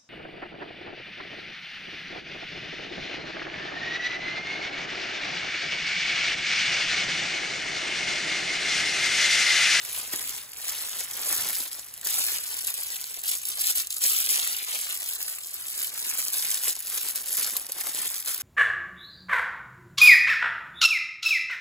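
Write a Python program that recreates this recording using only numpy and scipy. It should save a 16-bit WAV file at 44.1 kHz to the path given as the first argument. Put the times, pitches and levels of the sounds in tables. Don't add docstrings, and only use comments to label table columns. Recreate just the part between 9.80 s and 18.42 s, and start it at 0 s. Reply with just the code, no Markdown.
import sys
import numpy as np
from scipy import signal
from scipy.fft import rfft, irfft, next_fast_len
from scipy.io import wavfile
from scipy.ndimage import uniform_filter1d, map_coordinates

SR = 44100
rng = np.random.default_rng(int(sys.argv[2]) if len(sys.argv) > 2 else 0)


def master(y):
    cut = np.clip(np.atleast_2d(y).T, -1, 1)
    pcm = np.round(cut * 32767)
    wavfile.write(sys.argv[1], SR, pcm.astype(np.int16))


N = 380141
PIVOT_DB = -26.5


def handling():
    # start [t/s], length [t/s], level at start [level/dB], level at end [level/dB]
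    stretches = [(0.002, 0.2, -41.5, -33), (0.197, 0.16, -36.5, -40.0), (0.323, 0.23, -34.0, -36.5),
                 (0.575, 0.09, -35.5, -48.5), (0.669, 0.21, -51, -33.5), (0.867, 0.39, -33.5, -36.5),
                 (1.19, 0.07, -30.5, -37), (1.255, 0.25, -40.5, -28.5), (1.486, 0.36, -28, -33.5),
                 (1.83, 0.016, -43, -45), (1.854, 0.054, -34, -45.5), (1.915, 0.12, -37, -44),
                 (2.231, 0.043, -42, -24.5), (2.274, 0.14, -30, -26.5), (2.41, 0.16, -27, -30),
                 (2.56, 0.2, -36.5, -35.5), (2.712, 0.152, -33.0, -36.5), (2.871, 0.068, -30.0, -39.5),
                 (2.935, 0.097, -35.5, -34.5), (3.04, 0.13, -37, -34.5), (3.165, 0.24, -39, -39),
                 (3.434, 0.062, -37, -26.5), (3.513, 0.091, -26.5, -42), (3.606, 0.1, -42.5, -30.5),
                 (3.709, 0.056, -32, -37), (3.761, 0.057, -37.5, -25.0), (3.817, 0.09, -32.5, -22.5),
                 (3.912, 0.036, -29, -41), (3.955, 0.059, -27.5, -27.5), (4.02, 0.063, -34.5, -45.5),
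                 (4.109, 0.056, -32.5, -42), (4.167, 0.029, -32, -47), (4.204, 0.037, -32, -23),
                 (4.246, 0.28, -23.5, -30.5), (4.497, 0.4, -24.0, -39), (4.871, 0.085, -34.5, -28.5),
                 (4.963, 0.13, -31.5, -34), (5.096, 0.1, -30, -37.5), (5.202, 0.16, -35.5, -33.0),
                 (5.366, 0.031, -43.5, -36), (5.403, 0.087, -32.5, -38.5), (5.479, 0.16, -32.5, -43),
                 (5.636, 0.19, -42.0, -38), (5.817, 0.24, -40.5, -30.5), (6.046, 0.059, -33, -38),
                 (6.113, 0.2, -38.5, -28.5), (6.322, 0.062, -32, -32), (6.383, 0.17, -28, -37),
                 (6.526, 0.26, -27.5, -30.5), (6.775, 0.108, -39.5, -25), (6.891, 0.039, -25.5, -33.5),
                 (6.94, 0.071, -44, -39.5), (6.992, 0.19, -44.5, -27.5), (7.184, 0.095, -32.5, -31),
                 (7.289, 0.052, -27, -42.5), (7.353, 0.095, -30, -41), (7.436, 0.12, -40, -29.5),
                 (7.577, 0.29, -26.0, -41.5), (7.89, 0.016, -39, -42), (7.916, 0.053, -43, -35),
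                 (7.974, 0.028, -36.5, -32.5), (8.004, 0.018, -31.5, -36), (8.032, 0.048, -37.0, -33),
                 (8.084, 0.018, -32, -34), (8.104, 0.035, -35.5, -36.5), (8.14, 0.018, -37.0, -36),
                 (8.155, 0.12, -32, -29), (8.287, 0.097, -36, -32.5), (8.38, 0.021, -35.5, -36),
                 (8.402, 0.027, -35, -41.5), (8.433, 0.053, -44, -27), (8.486, 0.079, -28, -35.5),
                 (8.576, 0.016, -37, -37), (8.598, 0.02, -37, -33)]
    rise_db_per_s, fall_db_per_s = 1500, 1200
    at_rest_db = -47.5
    t = np.arange(0, N + 32, 32) / SR
    level_db = np.full(len(t), at_rest_db)
    for start, length, start_db, end_db in stretches:
        end = start + length
        slide_db = np.interp(t, [start, end], [start_db, end_db])
        rise_db = rise_db_per_s * np.maximum(start - t, 0)
        fall_db = fall_db_per_s * np.maximum(t - end, 0)
        level_db = np.maximum(level_db, slide_db - rise_db - fall_db)
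    return np.interp(np.arange(N) / SR, t, level_db)


def film_crackle(crackle_db, full_db):
    # frequency [f/Hz], gain [level/dB]
    film_spectrum = [(500, -36), (1200, -7.5), (2000, -10.5), (4000, -5.5), (6500, -6.5), (7800, -3.5),
                     (8300, 0.2), (10500, 0.05), (13000, -2), (16000, 2.5)]
    creases_per_s, follow = 3000, 0.3
    per_s = creases_per_s * amp(follow * (crackle_db - PIVOT_DB))
    creases = swarm(per_s, spread_db=3.9, clump_db=1.0, burst_ms=0.43,
                    low_hz=2070, high_hz=12400, even_s=0.0294)
    film = colour(creases, film_spectrum)
    film = film + (amp(full_db) - 1) * resonate(film, 2250, 3000)
    return amp(crackle_db) * film


def swarm(per_s, spread_db, clump_db, burst_ms, low_hz, high_hz, even_s):
    busy = amp(clump_db * (drift(60) + drift(14)))
    happens = rng.random(N) < per_s * busy / SR
    power = happens * amp(2 * spread_db * np.minimum(rng.exponential(1, N), 4.0))
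    patches = np.geomspace(low_hz, high_hz, num=8)
    dealt = rng.integers(0, 8, N)
    fade = np.exp(-2000 / (burst_ms * SR))
    out = np.zeros(N)
    for k, hz in enumerate(patches):
        envelope = np.sqrt(signal.lfilter([1], [1, -2 * fade, fade ** 2], power * (dealt == k) + 1e-12))
        burst = envelope * rng.standard_normal(N)
        tinted = resonate(burst, hz, 0.55 * hz) * np.sqrt(high_hz / hz)
        out += 0.15 * burst + tinted
    return out / np.sqrt(uniform_filter1d(out ** 2, int(even_s * SR)) + 1e-9)


def ticks(crackle_db):
    per_s, spread_db, burst_ms = 300, 1.5, 0.18
    from_hz, below_crackle_db = 4460, -0.5
    happens = rng.random(N) < per_s / SR
    sizes = happens * amp(spread_db * np.minimum(rng.exponential(1, N), 4))
    fade = np.exp(-1000 / (burst_ms * SR))
    clicks = signal.lfilter([1], [1, -fade], sizes + 1e-9) * rng.standard_normal(N)
    bright = colour(clicks, [(from_hz / 4, -30), (from_hz, -6), (10500, 0.5), (16000, 1.5)])
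    return amp(crackle_db + below_crackle_db) * bright


def chance_snaps(crackle_db):
    per_s, over_crackle_db, spread_db = 20, -5.5, -2.5
    when, size = rng.random((400, 2))[:int(per_s * N / SR)].T
    around_db = crackle_db[(when * N).astype(int)]
    level_db = around_db + over_crackle_db + spread_db * np.log(size + 1e-3)
    return np.transpose([when * N / SR, level_db])


def snaps(crackle_db):
    # time [t/s], energy as a level over 2 ms [level/dB]
    clear_snaps = [(0.0499, -29.0), (0.3354, -25.0), (0.395, -28.5), (0.494, -28.0), (0.5646, -29.5),
                   (0.7188, -36.5), (0.734, -35.0), (0.7703, -33.5), (0.7852, -34.5), (0.8823, -23.5),
                   (0.8958, -23.5), (1.0231, -27.0), (1.3122, -28.5), (1.6104, -22.5), (1.6883, -23.5),
                   (1.7521, -27.0), (1.8043, -25.0), (1.8782, -30.5), (1.9306, -29.0), (1.9948, -29.5),
                   (2.0451, -35.0), (2.0651, -40.0), (2.0849, -37.0), (2.1403, -31.0), (2.1772, -33.5),
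                   (2.2134, -30.5), (2.5846, -26.0), (2.6392, -27.0), (2.789, -27.5), (2.8482, -27.0),
                   (2.8702, -21.0), (2.8757, -24.0), (2.9049, -26.0), (2.9412, -24.0), (3.0339, -24.5),
                   (3.1211, -28.5), (3.1663, -30.0), (3.2071, -31.5), (3.214, -27.5), (3.2418, -28.0),
                   (3.3426, -29.0), (3.4169, -33.0), (3.4371, -25.5), (3.4817, -22.0), (3.5152, -20.5),
                   (3.5524, -25.0), (3.571, -30.5), (3.5844, -31.0), (3.6185, -31.0), (3.6532, -24.5),
                   (3.8405, -24.5), (3.925, -27.5), (3.9742, -22.0), (3.9818, -20.0), (4.0213, -26.0),
                   (4.0712, -26.0), (4.1054, -22.5), (4.1268, -25.5), (4.1448, -28.5), (4.1646, -30.5),
                   (4.1835, -25.0), (4.2384, -18.5), (4.3641, -20.0), (4.3879, -19.5), (4.4034, -21.5),
                   (4.491, -19.0), (4.6753, -21.0), (4.8296, -28.0), (4.8474, -27.0), (5.2204, -30.5),
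                   (5.2296, -28.0), (5.3112, -27.5), (5.4285, -24.0), (5.4819, -28.5), (5.5863, -32.0),
                   (5.6357, -32.5), (5.646, -33.0), (5.6715, -31.5), (5.7417, -25.5), (5.8679, -29.0),
                   (5.8837, -27.5), (5.9011, -29.0), (5.9903, -26.0), (6.0347, -24.0), (6.0462, -24.0),
                   (6.0714, -26.5), (6.1771, -28.0), (6.1925, -27.5), (6.376, -25.0), (6.4824, -22.5),
                   (6.5034, -29.5), (6.534, -23.5), (6.7051, -22.5), (6.7154, -21.0), (6.7442, -21.0),
                   (6.8273, -30.0), (6.8427, -21.5), (6.8902, -21.0), (6.9286, -27.5), (6.9532, -27.5),
                   (6.9644, -30.0), (6.991, -29.0), (7.0045, -26.5), (7.0253, -30.5), (7.071, -27.5),
                   (7.0805, -29.0), (7.0999, -25.5), (7.2865, -21.0), (7.3582, -21.5), (7.4599, -28.5),
                   (7.4732, -29.5), (7.4854, -24.0), (7.4937, -27.5), (7.5194, -28.0), (7.529, -21.0),
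                   (7.5702, -19.0), (7.6302, -20.0), (7.645, -22.5), (7.6737, -23.5), (7.7066, -27.0),
                   (7.7671, -18.0), (7.7972, -29.0), (7.8179, -32.5), (7.8667, -30.0), (7.8959, -31.5),
                   (7.9205, -21.5), (8.037, -31.0), (8.0705, -22.0), (8.0943, -27.5), (8.1484, -24.5),
                   (8.1888, -24.5), (8.279, -24.5), (8.3016, -26.5), (8.3446, -26.5), (8.4015, -30.0),
                   (8.4244, -32.5), (8.4608, -28.0), (8.5451, -23.0), (8.5784, -27.5)]
    rows = [*chance_snaps(crackle_db), *clear_snaps]
    burst_ms, swell_ms, before_ms, after_ms = 0.69, 0.5, 8.2, 8.5
    fuzz, edge, ring, shock_db = 0.25, 0.98, 2.5, -16.5
    lead, window = 256, .002 * SR
    tints = 11300 * 2 ** (rng.random(len(rows)) - .6)
    out = np.zeros(N + 2048)
    t = (np.arange(1024) - lead) / SR
    noise, chance = np.moveaxis(rng.standard_normal((len(rows), 2, 1024)), 1, 0)
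    size = np.abs(chance)
    near = np.exp(-np.abs(t) * 1000 / np.where(t < 0, before_ms, after_ms))
    shocks = amp(shock_db) * size * (size > 2.4) * near
    swell = (t < 0) * np.exp(np.minimum(t, 0) * 1000 / swell_ms)
    fade = np.exp(-1000 / (burst_ms * SR))
    envelope = swell + signal.lfilter([1], [1, -fade], shocks + (t == 0))
    bursts = fuzz * noise * envelope + (t == 0)
    thin = signal.butter(2, 2500, "high", fs=SR, output="sos")
    for (s, level_db), hz, burst in zip(rows, tints, bursts):
        tinted = edge * np.diff(burst, prepend=0) + ring * resonate(burst, hz, 0.45 * hz)
        hit = signal.sosfilt(thin, tinted)
        out[round(s * SR):][:1024] += amp(level_db) * hit * np.sqrt(window / np.sum(hit ** 2))
    return out[lead:lead + N]


def rustle(crackle_db, rustle_db, bass_db):
    # frequency [f/Hz], gain [level/dB]
    rub_spectrum = [(80, -19), (180, -12), (400, -5.5), (800, -0.5), (1400, 3.5), (2200, 7.5), (4000, -49)]
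    follow = 0.89
    rubs = swarm(600, spread_db=2.0, clump_db=4, burst_ms=3.9, low_hz=200, high_hz=1660, even_s=0.12)
    rub = colour(rubs, rub_spectrum)
    rub = rub + (amp(bass_db) - 1) * resonate(rub, 200, 295)
    return amp(PIVOT_DB + follow * (crackle_db - PIVOT_DB) + rustle_db) * rub


def bumps():
    # time [t/s], peak before the common lift [level/dB], pitch [f/Hz]
    touches = [(0.228, -50, 213), (0.335, -34, 328), (1.472, -43, 550), (1.801, -49, 330),
               (1.984, -48, 700), (2.264, -45, 751), (2.725, -47, 780), (3.372, -46, 600),
               (3.782, -42, 830), (4.236, -44, 870), (4.819, -49, 520), (5.224, -44, 865),
               (5.403, -48.5, 791), (6.831, -40, 1330), (6.869, -43, 1420), (6.875, -43.5, 516),
               (6.965, -45.5, 810), (7.138, -50, 373), (7.351, -45, 820), (7.616, -46, 587),
               (7.62, -34, 2200), (7.671, -38, 1510), (7.735, -46, 400), (7.753, -38, 1200),
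               (7.77, -43, 700), (7.894, -46, 510), (8.01, -36, 2100), (8.04, -41, 1230),
               (8.067, -41, 1280), (8.09, -47, 355), (8.147, -46, 417), (8.307, -45.5, 783),
               (8.478, -49, 899)]
    burst_ms, width, crack, lift_db = 8.0, 0.44, 0.5, 12.0
    out = np.zeros(N + 2048)
    t = np.arange(2048) / SR
    puffs = rng.standard_normal((len(touches), 2048)) * np.exp(-t * 1000 / burst_ms)
    for (s, peak_db, hz), puff in zip(touches, puffs):
        hit = resonate(puff, hz, width * hz) + crack * resonate(puff, 3.2 * hz, 5 * hz)
        out[round(s * SR):][:2048] += amp(peak_db + lift_db) * hit / np.abs(hit).max()
    return out[:N]


def scatter(x, echo_db, t60, hold_s, flat):
    bend_hz = 1260
    hop, length, lead = int(hold_s * SR), 2048, 1024
    steps, size = N // hop + 2, next_fast_len(2 * hop + length + lead)
    padded = np.concatenate([np.zeros(hop), x, np.zeros(3 * hop)])
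    stretches = np.arange(steps)[:, None] * hop + np.arange(2 * hop)
    pieces = padded[stretches] * np.hanning(2 * hop)
    decay = amp(-60 * np.arange(length) / SR / t60)
    echoes = rng.standard_normal((2, 400, length))[:, :steps] * decay
    echoes = rfft(echoes / np.sqrt(np.sum(echoes ** 2, axis=-1, keepdims=True)), size)
    hz = np.arange(size // 2 + 1) * SR / size
    path = 1 + amp(echo_db) * echoes * hz / np.hypot(hz, bend_hz)
    path = path / (np.abs(path) + 1e-6) ** np.clip(flat, 0, 1)
    wet = np.roll(irfft(rfft(pieces, size) * path, size), lead, axis=-1)
    out = np.zeros((2, steps * hop + size))
    for k in range(steps):
        out[:, k * hop:k * hop + size] += wet[:, k]
    return out[:, hop + lead:hop + lead + N]


def microphone_pair(x, direct, lag_ms, pan_db):
    treble_from_hz, treble_lag_ms = 5810, 0.21935
    low = signal.butter(10, treble_from_hz, fs=SR, output="sos")
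    high = signal.butter(10, treble_from_hz, "high", fs=SR, output="sos")
    left, right = direct + scatter(x, echo_db=3.0, t60=0.035, hold_s=.08, flat=1.0)
    placed = np.array([left, delayed(right, lag_ms)]) * amp([pan_db / 2, -pan_db / 2])
    body = signal.sosfilt(low, placed)
    treble = direct + scatter(x, echo_db=4.5, t60=0.035, hold_s=0.046, flat=0.5)
    for_sum, for_difference = signal.sosfilt(high, treble)
    size = next_fast_len(N + 64)
    hz = np.arange(size // 2 + 1) * SR / size
    late = np.exp(-2j * np.pi * hz * treble_lag_ms / 1000)
    mid = irfft(rfft(for_sum, size) * (1 - late), size)[:N] / 2
    side = irfft(rfft(for_difference, size) * (1 + late), size)[:N] / 2
    return body + np.array([mid - side, mid + side])


def room_tone():
    # time [t/s], level [level/dB]
    rumble = [(0, -60.5), (.55, -59.5), (.7, -63.5), (1.4, -63.5), (1.66, -49), (1.76, -66.5), (2.3, -62),
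              (2.75, -64), (4.3, -67.5), (4.7, -69), (6, -66), (7.1, -66.5), (8.62, -64.5)]
    # frequency [f/Hz], gain [level/dB]
    room_spectrum = [(20, -38), (35, -22), (52, -4), (70, -2), (90, -8.5), (120, -4), (160, -13),
                     (400, -14.5), (2000, -8.5), (16000, -47)]
    lift_db = 4.5
    mid, side = colour(rng.standard_normal((2, N)), room_spectrum)
    return amp(in_time(rumble)[0] + lift_db) * (mid + 0.13 * side * [[1], [-1]])


def amp(db):
    return 10 ** (np.asarray(db) / 20)


def rms_one(x):
    return x / np.sqrt(np.mean(x ** 2) + 1e-20)


def in_time(rows):
    s, *columns = np.transpose(rows)
    return [np.interp(np.arange(N) / SR, s, c) for c in columns]


def colour(x, points):
    size = next_fast_len(N)
    hz = np.maximum(np.arange(size // 2 + 1) * SR / size, 1)
    point_hz, point_db = np.transpose(points)
    gain = amp(np.interp(np.log(hz), np.log(point_hz), point_db))
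    return rms_one(irfft(rfft(x, size) * gain, size)[..., :N])


def drift(rate):
    r = np.exp(-2 * np.pi * rate / SR)
    return rms_one(signal.lfilter([1], [1, -2 * r, r * r], rng.standard_normal(N + SR))[SR:])


def resonate(x, hz, width_hz):
    r = np.exp(-np.pi * width_hz / SR)
    poles = [1, -2 * r * np.cos(2 * np.pi * hz / SR), r * r]
    return signal.lfilter([(1 - r * r) / 2, 0, (r * r - 1) / 2], poles, x)


def delayed(x, lag_ms):
    return map_coordinates(x, [np.arange(N) - lag_ms * SR / 1000], order=3, mode="nearest")


def scene():
    # time [t/s], mean lag of the right channel below the treble [t/ms],
    # rustle relative to crackle at the pivot level [level/dB],
    # film fullness around 2.25 kHz [level/dB], rustle bass around 200 Hz [level/dB]
    hand_moves = [(0, 0.021, -14, 6, -4), (.4, 0.087, -15.5, 2.5, 4), (.9, 0.066, -15, 2, -8),
                  (1.5, 0.059, -13, 0, 0.5), (1.85, 0.037, -18.5, 0.5, 4), (2.2, 0.046, -18, 0, -0.5),
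                  (2.8, 0.21, -17.5, 2, -5), (3.25, 0.21, -16.5, 1, -11), (3.8, 0.23, -23, 2, 0.5),
                  (4.3, 0.21, -24, -0.5, 4), (4.8, 0.27, -14.5, 5.5, -8.5), (5.3, 0.14, -19, -0.5, -2),
                  (5.8, 0.21, -19, 0.5, -1.5), (6.15, 0.14, -18.5, 0, 3.5), (6.5, 0.071, -21.5, -3, 0),
                  (6.9, 0.039, -20, -1, 0), (7.3, 0.03, -20, -1, 4), (7.6, 0.025, -18.5, -3, 2.5),
                  (7.9, 0.035, -14.5, -3, 1.5), (8.2, 0.036, -15.5, -1.5, 3), (8.4, 0.05, -21, -4, -6),
                  (8.62, 0.055, -16, 1.5, 4)]
    lag_ms, rustle_db, full_db, bass_db = in_time(hand_moves)
    crackle_db = handling()
    film = film_crackle(crackle_db, full_db)
    tick = ticks(crackle_db)
    snap = snaps(crackle_db)
    rub = rustle(crackle_db, rustle_db, bass_db)
    snap_direct_db, snap_scattered_db = 1, -8.5
    hands = film + rub + amp(snap_scattered_db) * snap + bumps()
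    direct = amp(snap_direct_db) * snap + tick
    wandering_lag_ms = lag_ms * (1 + 0.18 * drift(4.6))
    pan_db = 1.64 + 3.5 * lag_ms
    return microphone_pair(hands, direct, wandering_lag_ms, pan_db) + room_tone()


def record(dry):
    return signal.sosfilt(signal.cheby2(16, 70, 16218, fs=SR, output="sos"), dry)


dry = scene()
out = record(dry)
master(out)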